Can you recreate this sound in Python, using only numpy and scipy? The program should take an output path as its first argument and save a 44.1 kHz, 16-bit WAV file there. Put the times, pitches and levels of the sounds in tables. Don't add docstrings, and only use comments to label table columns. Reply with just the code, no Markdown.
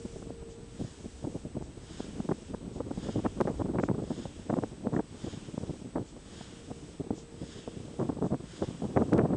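import sys
import numpy as np
from scipy import signal
from scipy.fft import rfft, irfft
from scipy.io import wavfile
from scipy.ndimage import map_coordinates

SR = 44100
rng = np.random.default_rng(int(sys.argv[2]) if len(sys.argv) > 2 else 0)


def put_to_file(sound):
    columns = np.atleast_2d(sound).T
    safe = np.clip(columns, -1, 1)
    whole_steps = np.round(safe * 32767)
    wavfile.write(sys.argv[1], SR, whole_steps.astype(np.int16))


N = 412776
TIME = np.arange(N) / SR

# t/s, swish level/dB, trailing hiss level/dB
BLADE_PASSES = [(-.3, -55, -60), (.88, -58, -61.3), (1.99, -53.6, -62.2), (3.09, -53.4, -63.3),
                (4.2, -54, -64.3), (5.3, -53.2, -63.2), (6.42, -53.1, -62.8), (7.55, -53.1, -64.3),
                (8.61, -53.4, -63.5)]
# rush level/dB, whiff level/dB relative to the swish, whiff's head start/s
BLADE_VOICES = [(-60, -8.5, .33), (-67, -3.5, .362), (-59.5, -9.5, .345)]
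# rise/(dB/s), hold start/s from the pass, hold/s, fall/(dB/s), held level/dB
SWISH_SWELL = (82, -0.04, .07, 107, -1.3)
AFTER_SWELL = (86, 0.15, 0.38, 124, -12.5)
RUSH_SWELL = (114, -0.12, 0.28, 68.5, -2.9)
TRAIL_SWELL = (70, -.085, 0.58, 87, -.9)
# f/Hz, relative level/dB
SWISH_COLOUR = [(900, 1.5), (2300, -4), (2900, 2.5), (3700, 0.5), (4300, 1.5), (5200, -2.5), (7000, -2.5),
                (8200, -8), (8900, -19), (10000, -40)]
RUSH_COLOUR = [(300, 1.5), (700, -0.5), (1100, 1), (1800, -2), (2600, -4.5), (4000, -8.5), (8000, -9.5)]
TAIL_COLOUR = [(1600, -4), (2400, -5), (3000, 4.5), (3700, 4), (4300, -16.5), (7000, -20.5)]
TRAIL_COLOUR = [(1500, -8.5), (3000, -2.5), (4100, -5.5), (5300, 0), (7700, 1.5), (8800, -2.5),
                (10000, -12)]
WHIFF_COLOUR = [(2000, -13), (3400, 5.5), (4300, -1.5), (5200, 4.5), (6200, 3.5), (7400, 8), (8400, -27),
                (10000, -17)]
# t/s, level/dB
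HUM_LEVELS = [(0, -54.5), (.25, -50), (.48, -47), (.63, -54), (1.5, -65.5), (2.3, -66), (5.3, -69),
              (6.2, -68.5), (6.85, -57.5), (7.8, -58.5), (8.5, -70)]
# f/Hz, relative level/dB
GEAR_NOTES = [(465, -1), (405.5, -11)]
# t/s, level/dB
FLUTTER_LEVELS = [(0, -54), (.25, -48.5), (.9, -52.5), (1.5, -48.5), (2.2, -46), (3.1, -40.5), (3.5, -39.5),
                  (3.95, -37), (4.2, -45.5), (5.1, -50), (5.7, -44), (6.2, -53), (6.8, -51), (7.9, -47.5),
                  (8.2, -42), (8.55, -52.5), (8.95, -40.5), (9.25, -31)]
RUMBLE_LEVELS = [(0, -51.5), (1.0, -53), (1.7, -50), (2.4, -49.5), (3.9, -46.5), (4.4, -53.5), (6.3, -56),
                 (8.7, -57), (9.2, -57)]
# f/Hz, relative level/dB
FLUTTER_COLOUR = [(50, -20.5), (90, -5), (160, -2), (300, -3), (480, -11.5), (700, -20.5), (1100, -28.5),
                  (2000, -46.5)]
RUMBLE_COLOUR = [(15, -8), (25, -9.5), (45, -3), (70, -0.5), (100, -7), (180, -18)]
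AIR_COLOUR = [(30, 22.5), (120, 27), (420, 17.5), (700, 11.5), (1100, 8), (2000, 4.5), (3200, 5), (4300, 2),
              (7800, 0), (8800, -1.5), (10000, -7)]
# t/s, level/dB, length/s, brightness f/Hz (scales the puff's filters)
STRONG_EDDIES = [(0.054, -33, 0.012, 714), (0.163, -38, .012, 636), (0.224, -37.5, 0.0073, 1030),
                 (0.3, -37.5, 0.016, 820), (0.805, -34.5, 0.037, 610), (0.845, -34.5, .017, 490),
                 (1.052, -37.5, 0.027, 680), (1.246, -31.5, 0.017, 810), (1.275, -33.5, 0.019, 520),
                 (1.354, -34, .023, 480), (1.462, -36, 0.03, 534), (1.572, -31.5, 0.018, 700),
                 (1.617, -37, 0.021, 740), (2.001, -31.5, 0.012, 850), (2.2, -28, 0.014, 945),
                 (2.292, -28, .009, 1060), (2.314, -25, .016, 1260), (2.541, -32.5, .014, 1150),
                 (2.766, -36.5, 0.02, 650), (2.805, -31, 0.017, 1100), (2.912, -30.5, 0.011, 1030),
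                 (2.978, -31.5, 0.011, 800), (3.089, -29.5, 0.017, 1090), (3.165, -29.5, 0.017, 655),
                 (3.194, -31, 0.016, 880), (3.258, -26.5, 0.026, 1730), (3.41, -22, 0.017, 1410),
                 (3.455, -28, 0.0098, 560), (3.484, -30, 0.028, 1550), (3.607, -28.5, 0.03, 1130),
                 (3.749, -32.5, 0.031, 1000), (3.792, -26, 0.017, 2320), (3.835, -24, 0.01, 1820),
                 (3.893, -28.5, 0.022, 1470), (3.913, -20.5, 0.0049, 766), (3.988, -32, 0.023, 800),
                 (4.023, -31.5, 0.011, 490), (4.111, -30.5, 0.021, 885), (4.19, -36.5, .031, 540),
                 (4.256, -34.5, .013, 950), (4.502, -27.5, .02, 1590), (4.531, -26, 0.022, 1260),
                 (4.576, -28.5, 0.04, 1220), (4.632, -30.5, .024, 1340), (4.863, -31, 0.054, 1120),
                 (4.936, -29.5, 0.033, 1050), (4.97, -27, 0.024, 1730), (4.996, -27, 0.018, 1330),
                 (5.243, -35.5, 0.02, 450), (5.274, -36.5, 0.026, 806), (5.334, -39.5, 0.024, 585),
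                 (5.578, -27, 0.0063, 880), (5.634, -30.5, 0.0075, 770), (5.701, -31.5, 0.018, 610),
                 (5.856, -39.5, 0.027, 540), (5.97, -30.5, 0.035, 1230), (6.006, -37, 0.023, 590),
                 (6.41, -37, 0.0066, 1400), (6.71, -37, 0.022, 940), (7.007, -32, 0.02, 540),
                 (7.108, -23.5, 0.0074, 756), (7.424, -36, 0.028, 556), (7.678, -31.5, 0.0072, 1110),
                 (7.77, -37, .017, 450), (8.012, -28.5, 0.047, 1030), (8.097, -26.5, 0.02, 1200),
                 (8.233, -27.5, 0.041, 1040), (8.265, -31.5, 0.024, 1010), (8.328, -28.5, 0.04, 910),
                 (8.628, -29.5, 0.034, 1100), (8.709, -37, 0.01, 620), (8.822, -30, 0.0086, 930),
                 (8.845, -32, 0.031, 830), (8.974, -21.5, 0.027, 1840), (9.016, -26, 0.039, 1160),
                 (9.136, -21, 0.039, 1310), (9.189, -24, 0.067, 1600), (9.251, -25, 0.022, 1220),
                 (9.297, -33, 0.027, 1050), (9.342, -30, 0.024, 1000)]
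# t/s, level/dB
OVERLOADS = [(3.411, -20), (9.135, -19.5), (9.180, -23)]


def from_db(db):
    return 10 ** (np.asarray(db) / 20)


def rms_one(x):
    return x / np.sqrt(np.mean(x ** 2) + 1e-20)


def curve(rows, t=TIME):
    return np.interp(t, *np.transpose(rows))


def drift(rate_hz):
    pole = np.exp(-40 * np.pi * rate_hz / SR)
    slow = signal.lfilter([1], [1, -2 * pole, pole * pole], rng.standard_normal(N // 20 + 4002))[4000:]
    return np.interp(np.arange(N) / 20, np.arange(len(slow)), rms_one(slow))


def noise(colour, lumps_db=0):
    hz, db = np.transpose(colour)
    octave = np.log2(np.maximum(np.fft.rfftfreq(N, 1 / SR), 1))
    inside = np.clip(octave, np.log2(hz[0]), np.log2(hz[-1]))
    gain = from_db(np.interp(inside, np.log2(hz), db) - 18 * np.abs(octave - inside))
    white = rng.standard_normal(N) * from_db(lumps_db)
    return rms_one(irfft(rfft(white) * gain, N))


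def keep(x, side, hz, order):
    return signal.sosfilt(signal.butter(order, np.clip(hz, 10, .45 * SR), side, fs=SR, output="sos"), x)


def swell(s, rise, start_s, hold_s, fall, held_db):
    t = TIME - s - start_s
    slope_db = rise * np.minimum(t, 0) - fall * np.maximum(t - hold_s, 0)
    return from_db(held_db + np.maximum(slope_db, -200))


def bump(s, width_s):
    return np.exp(-.5 * np.minimum(np.abs(TIME - s) / width_s, 10) ** 2)


def doppler(x, glide=.125, turn_s=.25):
    passes = np.array(BLADE_PASSES)[:, 0]
    nearest = passes[np.searchsorted((passes[1:] + passes[:-1]) / 2, TIME)]
    speed = 1 - glide * np.tanh((TIME - nearest) / turn_s)
    return map_coordinates(x, [np.cumsum(speed)], order=3, mode="mirror")


def blades(rough_db=1.1, echo_s=.000583, echo_gain=.45, tail_db=-9, tail_lag_s=.13, tail_from_s=1.6):
    swish_power, rush_power, trail_power, whiff_gain = np.zeros((4, N))
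    for k, (s, swish_db, trail_db) in enumerate(BLADE_PASSES):
        rush_db, whiff_db, lead_s = BLADE_VOICES[k % len(BLADE_VOICES)]
        swish_shape = swell(s, *SWISH_SWELL) ** 2 + swell(s, *AFTER_SWELL) ** 2
        swish_power += from_db(swish_db) ** 2 * swish_shape
        rush_power += (from_db(rush_db) * swell(s, *RUSH_SWELL)) ** 2
        trail_power += (from_db(trail_db) * swell(s, *TRAIL_SWELL)) ** 2
        whiff_gain += from_db(swish_db + whiff_db) * bump(s - lead_s, width_s=.028)
    edge = doppler(noise(SWISH_COLOUR, rough_db * drift(25)))
    echo = echo_gain * np.interp(TIME - echo_s, TIME, edge)
    swish = np.sqrt(swish_power) * (edge + echo)
    tail_gain = from_db(tail_db) * np.sqrt(np.interp(TIME - tail_lag_s, TIME, swish_power))
    tail_gain *= np.clip((TIME - tail_from_s) / tail_lag_s, 0, 1)
    tail = tail_gain * doppler(noise(TAIL_COLOUR))
    rush = np.sqrt(rush_power) * noise(RUSH_COLOUR)
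    trail = np.sqrt(trail_power) * noise(TRAIL_COLOUR)
    return swish + tail + rush + trail + whiff_gain * noise(WHIFF_COLOUR)


def gearbox(waver=.0062, flicker_db=3.5):
    wavering_time = np.cumsum(1 + waver * drift(5.5)) / SR
    hum = np.zeros(N)
    for hz, db in GEAR_NOTES:
        gain = from_db(curve(HUM_LEVELS) + db + flicker_db * drift(3.2))
        hum += gain * np.sqrt(2) * np.sin(2 * np.pi * hz * wavering_time)
    return hum


def wind(flutter_lumps_db=4.5, rumble_lumps_db=2, spiky_db=7, wake_db=-17.5, typical_eddy_s=.02):
    wake_power = sum(from_db(db + wake_db) ** 2 * length / typical_eddy_s * bump(s + .011, width_s=.028)
                     for s, db, length, _ in STRONG_EDDIES)
    lumps_db = flutter_lumps_db * drift(28) + spiky_db * rng.standard_normal(N)
    flutter = np.sqrt(from_db(curve(FLUTTER_LEVELS)) ** 2 + wake_power) * noise(FLUTTER_COLOUR, lumps_db)
    rumble = from_db(curve(RUMBLE_LEVELS)) * noise(RUMBLE_COLOUR, rumble_lumps_db * drift(19))
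    return flutter + rumble


def air(level_db=-54):
    return from_db(level_db) * noise(AIR_COLOUR)


def whine(level_db=-67.5, pitch_hz=8017, frame_hz=29.97):
    return from_db(level_db) * np.sqrt(2) * np.sin(2 * np.pi * pitch_hz * (TIME % (1 / frame_hz)))


def weak_eddies(count=45, above_flutter_db=4.5, spread_db=.8, length_s=.014, bright_hz=680):
    s = (np.arange(count) + rng.random(count)) * N / SR / count
    level, stretch, pace = rng.standard_normal((3, count))
    db = curve(FLUTTER_LEVELS, s) + above_flutter_db + spread_db * level
    return list(zip(s, db, length_s * 2 ** (.5 * stretch), bright_hz * 2 ** (.25 * pace)))


def crackle(burst, split_hz=950, focus=1.85, crack_db=1.5):
    thump = keep(keep(burst, "low", split_hz, order=2), "low", split_hz, order=2)
    treble = keep(keep(burst, "high", split_hz, order=2), "high", split_hz, order=2)
    cracks = treble * np.abs(signal.hilbert(burst)) ** focus
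    return thump + from_db(crack_db) * np.std(treble) * cracks / np.std(cracks)


def puffs(typical_hz=1200, opening_hz=2600, squareness=3.9, spiky_db=9, size=8192):
    out = np.zeros(N + 2 * size)
    t = (np.arange(size) - size // 2) / SR
    eddies = STRONG_EDDIES + weak_eddies()
    draws = rng.standard_normal((len(eddies), 2, size))
    for (s, db, length, bright_hz), (white, spikes) in zip(eddies, draws):
        speed = bright_hz / typical_hz
        shape = np.exp(-np.abs(t / (length / 2)) ** squareness)
        burst = white * from_db(spiky_db * spikes) * shape
        burst = keep(burst, "low", 345 * speed ** .59, order=2)
        burst = keep(burst, "low", 1400 * speed ** .84, order=4)
        burst = keep(burst, "high", 135 * speed ** .098, order=2)
        burst = crackle(burst)
        at = int(np.clip(s * SR, 0, N - 1))
        out[at:at + size] += from_db(db) * burst * np.sqrt(length * SR / np.sum(burst ** 2))
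    return keep(out[size // 2:size // 2 + N], "low", opening_hz, order=6)


def ticks(dull_hz=3500):
    clicks = np.zeros(N)
    for s, db in OVERLOADS:
        clicks[round(s * SR)] = from_db(db)
    return keep(clicks, "low", dull_hz, order=1) * SR / (2 * np.pi * dull_hz)


def scene():
    return (puffs() + ticks() + wind() + blades() + gearbox() + air() + whine())[None]


def record(dry, ceiling=.33, cutoff_hz=10150):
    rounded = ceiling * np.tanh(dry / ceiling)
    return signal.sosfilt(signal.ellip(12, .1, 80, cutoff_hz, fs=SR, output="sos"), rounded)


dry = scene()
out = record(dry)
put_to_file(out)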